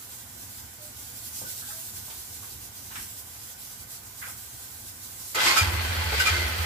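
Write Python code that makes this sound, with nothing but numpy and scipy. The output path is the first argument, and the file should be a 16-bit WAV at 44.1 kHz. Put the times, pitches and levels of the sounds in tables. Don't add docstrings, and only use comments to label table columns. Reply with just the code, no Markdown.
import sys
import numpy as np
from scipy import signal
from scipy.io import wavfile
from scipy.ndimage import uniform_filter1d

SR = 44100
rng = np.random.default_rng(int(sys.argv[2]) if len(sys.argv) > 2 else 0)


def unload_audio(sound):
    columns = np.transpose(np.atleast_2d(sound))
    steps = np.round(np.clip(columns, -1, 1) * 32767)
    wavfile.write(sys.argv[1], SR, steps.astype(np.int16))


N = 293265


def gain_of(db):
    return 10 ** (np.asarray(db) / 20)


def evened(x):
    return x / np.sqrt(np.mean(x ** 2) + 1e-20)


def read(points, hz):
    point_hz, value = np.transpose(points)
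    return np.interp(np.log(hz + 1), np.log(point_hz + 1), value)


def add(mix, start_s, sound):
    part = mix[:, round(start_s * SR):][:, :sound.shape[1]]
    part += sound[:, :part.shape[1]]


def level(rows, column=1):
    columns = np.transpose(rows)
    return gain_of(np.interp(np.arange(N) / SR, columns[0], columns[column]))


def wander(depth_db, slow_hz, fast_hz):
    hz = np.geomspace(slow_hz, fast_hz, num=24)[:, None]
    t = np.arange(0, N + 256, 256) / SR
    phase = 2 * np.pi * (hz * t + rng.random(hz.shape))
    flicker = evened(np.sin(phase).sum(axis=0))
    return gain_of(depth_db * np.interp(np.arange(N) / SR, t, flicker))


# frequency_hz, likeness (1 = identical)
LIKENESS = [(60, 1), (180, 0.96), (350, 1), (480, 0.85), (650, 0.45), (1000, 0.097), (2000, 0.027)]
RIGHT_LAG_S = 0.00036


def noise(shape_db, side, count, size, patchy_db, ripple_db=0):
    frames, hz = count * 4 // size + 5, np.fft.rfftfreq(size, 1 / SR)[:, None]
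    a, b, c, d, patches = rng.standard_normal((frames, len(hz), 5)).T
    patches = uniform_filter1d(patches, size=9, axis=0)
    patches = evened(uniform_filter1d(patches, size=9, axis=1))
    ripple = evened(uniform_filter1d(rng.standard_normal((2, len(hz), 1)), size=2, axis=1))
    same = np.clip(read(LIKENESS, hz), -1, 1)
    left, other = a + 1j * b, c + 1j * d
    late = np.exp(-2j * np.pi * hz * RIGHT_LAG_S)
    spectrum = np.array([left, same * late * left + np.sqrt(1 - same ** 2) * other])
    lean_db = read(side, hz) / 2
    frame_s = np.arange(frames) * size / 4 / SR
    colour_db = shape_db(hz, frame_s) + patchy_db * patches + ripple_db * ripple
    spectrum *= gain_of(np.array([lean_db, -lean_db]) + colour_db)
    sound = signal.istft(spectrum, nperseg=size, noverlap=size * 3 // 4)[1]
    return evened(sound[:, :count])


# time_s, level_db (before the random flicker)
SPRAY = [(0.0, -43), (0.15, -40.5), (0.27, -44.5), (0.53, -40.5), (0.7, -45), (1.33, -37.5), (1.38, -35.5),
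         (2.3, -40), (2.55, -39.5), (2.6, -44.5), (2.66, -39), (2.7, -43.5), (3.04, -38), (3.38, -44),
         (3.44, -38), (3.56, -45.5), (3.61, -39.5), (3.86, -43.5), (3.96, -39), (4.02, -45.5), (4.33, -38),
         (4.36, -41.5), (5.03, -41.5), (5.33, -38)]
TRAFFIC = [(0.0, -52.5), (2.7, -51.5), (2.89, -49.5), (3.25, -55), (5.3, -52)]
# frequency_hz, density_db (dB per Hz)
SPRAY_COLOUR = [(1500, -21.5), (2260, -11), (3020, -7), (4130, -3), (6390, 0), (7600, 1.5), (9400, -1),
                (11800, 2), (13400, -1), (15000, 1), (15500, -5)]
TRAFFIC_COLOUR = [(15, -50), (25, -10), (54, -7), (101, 4.5), (127, -5.5), (146, -22), (167, -10),
                  (241, -8), (380, -18.5), (490, -60), (840, -120)]
WASH_COLOUR = [(210, -21), (350, -9.5), (442, -3.5), (950, 0.5), (1250, -3), (1520, -1.5), (1680, -6.5),
               (2000, -4), (4000, -11), (5200, -36), (8800, -120)]
# frequency_hz, left_minus_right_db
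YARD_SIDE = [(60, -3), (240, -2), (950, -2), (3770, -1), (15000, -5)]
WASH_DB = -54


def yard():
    spray = noise(lambda hz, s: read(SPRAY_COLOUR, hz), YARD_SIDE, N,
                  size=1024, patchy_db=1.47, ripple_db=1.0)
    traffic = noise(lambda hz, s: read(TRAFFIC_COLOUR, hz), YARD_SIDE, N, size=2048, patchy_db=-0.25)
    wash = noise(lambda hz, s: read(WASH_COLOUR, hz), YARD_SIDE, N,
                 size=2048, patchy_db=1.0, ripple_db=3.0)
    spray = spray * level(SPRAY) * wander(depth_db=1.16, slow_hz=4.5, fast_hz=13)
    traffic = traffic * level(TRAFFIC) * wander(depth_db=1.57, slow_hz=1.172, fast_hz=9.4)
    return spray + traffic + wash * gain_of(WASH_DB)


# start_s, level_db (mean of the ears), pitch_hz, length_s
TOOTS = [(0.782, -52, 604, 0.15), (1.68, -49, 828, .04), (1.717, -54, 655, 0.13)]


def toots():
    out, t = np.zeros((2, N)), np.arange(SR // 3) / SR
    for start_s, level_db, pitch_hz, length_s in TOOTS:
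        swell = np.sin(np.pi * np.minimum(t / length_s, 1) ** 0.7) ** 1.3
        tone = np.sin(2 * np.pi * pitch_hz * t) * swell
        add(out, start_s, gain_of(level_db) * tone * gain_of([[-1.5], [1.5]]))
    return out


# start_s, level_db (before rise and decay), centre_hz,
# width_octaves (from the centre to 6.1 dB down), rise_s
SCUFFS = [(1.413, -43, 302, 1.7, 0.0023), (1.448, -47, 1487, 0.045, 0.0047),
          (1.618, -47, 1500, 0.24, 0.0091), (1.699, -45.5, 1470, 0.31, 0.0081),
          (2.075, -46.5, 760, 0.5, 0.0091), (2.095, -39.5, 2200, 2.3, 0.01), (2.42, -48, 1110, 0.85, 0.014),
          (2.90, -41, 1600, 1.3, 0.019), (2.952, -35.5, 1800, 0.92, .006),
          (4.213, -34.5, 1630, 0.64, 0.017), (4.266, -42.5, 1250, 1.1, 0.0075)]
SCUFF_T60_S = 0.33


def rider():
    out, t = np.zeros((2, N)), np.arange(SR // 3) / SR
    for start_s, level_db, centre_hz, width_octaves, rise_s in SCUFFS:
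        band = lambda hz, _: -6.1 * (np.log2((hz + 1) / centre_hz) / width_octaves) ** 2
        rub = noise(band, YARD_SIDE, len(t), size=1024, patchy_db=1.2, ripple_db=2.5)
        decay = gain_of(level_db - 60 * t / SCUFF_T60_S)
        add(out, start_s, rub * decay * np.minimum(t / rise_s, 1))
    return out


# time_s, level_db, fizz_level_db (treble)
CLATTER = [(5.35, -28, -27), (5.378, -25.5, -38), (5.472, -20, -26), (5.556, -24.5, -32.5),
           (5.58, -20, -22.5), (5.636, -26, -34.5), (5.694, -31, -49), (6.074, -30, -55), (6.19, -26, -37),
           (6.204, -24, -27), (6.254, -27, -40), (6.272, -21, -28.5), (6.312, -26, -36.5),
           (6.504, -30, -52), (6.65, -31, -48)]
# frequency_hz, density_db (dB per Hz)
CASE = [(71, -9), (120, -6.5), (281, -12.5), (350, -5), (395, -12), (584, -8.5), (636, -11.5), (956, -8),
        (1230, -14), (1490, -12.5), (2020, -3.5), (5100, -15), (5800, -18.5), (7000, -25), (9100, -30),
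        (15400, -120)]
FIZZ = [(2940, -22), (5000, 2.5), (5720, -7), (6400, 1), (8190, 0), (8660, -6.5), (12000, -2), (15200, -18)]
# frequency_hz, nominal_width_hz, relative_level_db (before lift and shake)
CASE_MODES = [(344, 15, -11.5), (1020, 21, -17), (1280, 57, -6.5), (1490, 160, -8.5), (2070, 95, -7),
              (2390, 40, -9), (3300, 40, -3.5), (4270, 140, -9), (4500, 22, -5), (4870, 61, -12),
              (6140, 19, -28), (6730, 12, -29), (6860, 18, -32)]
# frequency_hz, left_minus_right_db
BIKE_SIDE = [(60, -1), (240, -1), (950, -1.5), (3770, -0.5), (15000, -3.5)]
ENGAGE_S, ENGAGE_RISE_S = 5.345, 0.0048
IDLE_DB = -30
IDLE_TILT_DB, TILT_DB_PER_DB = 0.22, 0.31
BODY_HZ, BODY_OCTAVES, BODY_DB = 1000, 0.45, 4.3
RUN_OUT_S = (5.75, 5.89)


def case_db(hz, s):
    shake = rng.standard_normal((len(s), len(CASE_MODES)))
    shake_db = 1.6 * evened(uniform_filter1d(shake, size=8, axis=0)).T
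    peaks = 0
    for (mode_hz, width_hz, mode_db), shake in zip(CASE_MODES, shake_db):
        peaks = peaks + gain_of(2 * (mode_db + shake)) / (1 + ((hz - mode_hz) / (0.36 * width_hz)) ** 2)
    load_db = np.interp(s, *np.transpose(CLATTER)[:2]) - IDLE_DB
    tilt_db = IDLE_TILT_DB + TILT_DB_PER_DB * load_db
    broad_db = read(CASE, hz) + tilt_db * np.log2((hz + 1) / 2000)
    starter_turning = np.interp(s, RUN_OUT_S, (1, 0))
    housing_db = BODY_DB * np.exp(-(np.log2((hz + 1) / BODY_HZ) / BODY_OCTAVES) ** 2) * starter_turning
    power = gain_of(2 * broad_db) + gain_of(2 * 1.4) * peaks
    return 10 * np.log10(power) + housing_db


def clatter():
    body = noise(case_db, BIKE_SIDE, N, size=2048, patchy_db=0.6, ripple_db=3.5)
    fizz = noise(lambda hz, s: read(FIZZ, hz), BIKE_SIDE, N, size=1024, patchy_db=1.4, ripple_db=3.0)
    rattle_db = evened(uniform_filter1d(rng.standard_normal(N), size=120))
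    rattle = evened(gain_of(rattle_db))
    engaged = np.clip((np.arange(N) / SR - ENGAGE_S) / ENGAGE_RISE_S, 0, 1)
    return (body * level(CLATTER) + fizz * level(CLATTER, column=2)) * rattle * engaged


# start_s, level_db (low partial, before flutter), length_s,
# low_hz, high_hz, high_above_low_db
SQUEALS = [(5.356, -36.5, 0.071, 447, 1307, 3.5), (5.395, -32.5, 0.02, 1510, 3360, 5.5),
           (5.455, -38, 0.12, 348.4, 844, 2), (5.462, -25.5, 0.098, 1068, 2150, 2),
           (5.49, -37, 0.076, 2150, 4360, 9), (5.563, -18, 0.058, 1317, 5100, -11),
           (5.576, -21.5, 0.065, 2406, 4800, -9), (5.665, -42.5, 0.14, 343.7, 980, 2),
           (6.123, -31, 0.038, 441, 820, -5), (6.195, -24.5, 0.056, 1503, 2840, -4),
           (6.263, -26, 0.049, 1297, 2400, 4), (6.32, -40.5, 0.18, 348.4, 2087, 9.5)]


def squeals(rough=0.5):
    out, t = np.zeros((2, N)), np.arange(SR // 5) / SR
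    for start_s, level_db, length_s, low_hz, high_hz, high_db in SQUEALS:
        hz = np.array([[low_hz], [high_hz]])
        real, imag = uniform_filter1d(rng.standard_normal((2, 2, 2, len(t))), size=300)
        flutter = rough * (real + 1j * imag) / real.std()
        left, other = np.array([[[1]], [[1j]]]) + flutter
        same = np.clip(read(LIKENESS, hz), -1, 1)
        drive = np.array([left, same * left + np.sqrt(1 - same ** 2) * other])
        tones = (drive * np.exp(2j * np.pi * hz * t)).real * gain_of([[0], [high_db]])
        swell = np.sin(np.pi * np.minimum(t / length_s, 1) ** 0.4)
        add(out, start_s, gain_of(level_db) * tones.sum(axis=1) * swell)
    return out


# start_s, peak_db (of the swell, mean of the ears), pitch_hz
FIRINGS = [(5.607, -19, 90), (5.658, -21.5, 81), (5.717, -23.5, 86.6), (5.756, -22, 85.7), (5.824, -27, 74),
           (5.877, -24.5, 85), (5.959, -24, 82), (6.039, -24, 83), (6.101, -25.5, 69.2), (6.162, -27.5, 81),
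           (6.236, -39, 78), (6.293, -22, 84.7), (6.368, -24, 83), (6.423, -26.5, 70), (6.495, -27, 81.6),
           (6.576, -23.5, 81.5)]
SWELL_S = 0.014
T60_S, T60_GAIN_S, WARM_S = 0.08, 0.13, 0.12


def exhaust():
    out, t = np.zeros((2, N)), np.arange(SR // 3) / SR
    t = np.maximum(t - np.array([[0], [RIGHT_LAG_S]]), 0)
    for start_s, peak_db, pitch_hz in FIRINGS:
        since_catch_s = start_s - FIRINGS[0][0]
        t60_s = T60_S + T60_GAIN_S * (1 - np.exp(-since_catch_s / WARM_S))
        swell = (1 - np.exp(-t / SWELL_S)) ** 3 * gain_of(-60 * t / t60_s)
        overtone = gain_of(-25) * np.sin(2 * np.pi * 2.1 * pitch_hz * t)
        ring = np.sin(2 * np.pi * pitch_hz * t) + overtone
        add(out, start_s, gain_of(peak_db) * ring * swell / swell.max() * gain_of([[-0.9], [0.9]]))
    return out


def scene():
    return yard() + toots() + rider() + clatter() + squeals() + exhaust()


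PORT_HZ, PORT_WIDTH_HZ, PORT_DB = 1561, 70, 5.9
BASS_CUT_HZ, EDGE_HZ = 42, 15500


def record(dry):
    port = signal.lfilter(*signal.iirpeak(PORT_HZ, PORT_HZ / PORT_WIDTH_HZ, SR), dry)
    heard = dry + (gain_of(PORT_DB) - 1) * port
    heard = signal.sosfilt(signal.butter(3, BASS_CUT_HZ, "high", fs=SR, output="sos"), heard)
    edge = signal.firwin(2047, EDGE_HZ, window=("kaiser", 9), fs=SR)
    return signal.oaconvolve(heard, edge[None], "same")


dry = scene()
out = record(dry)
unload_audio(out)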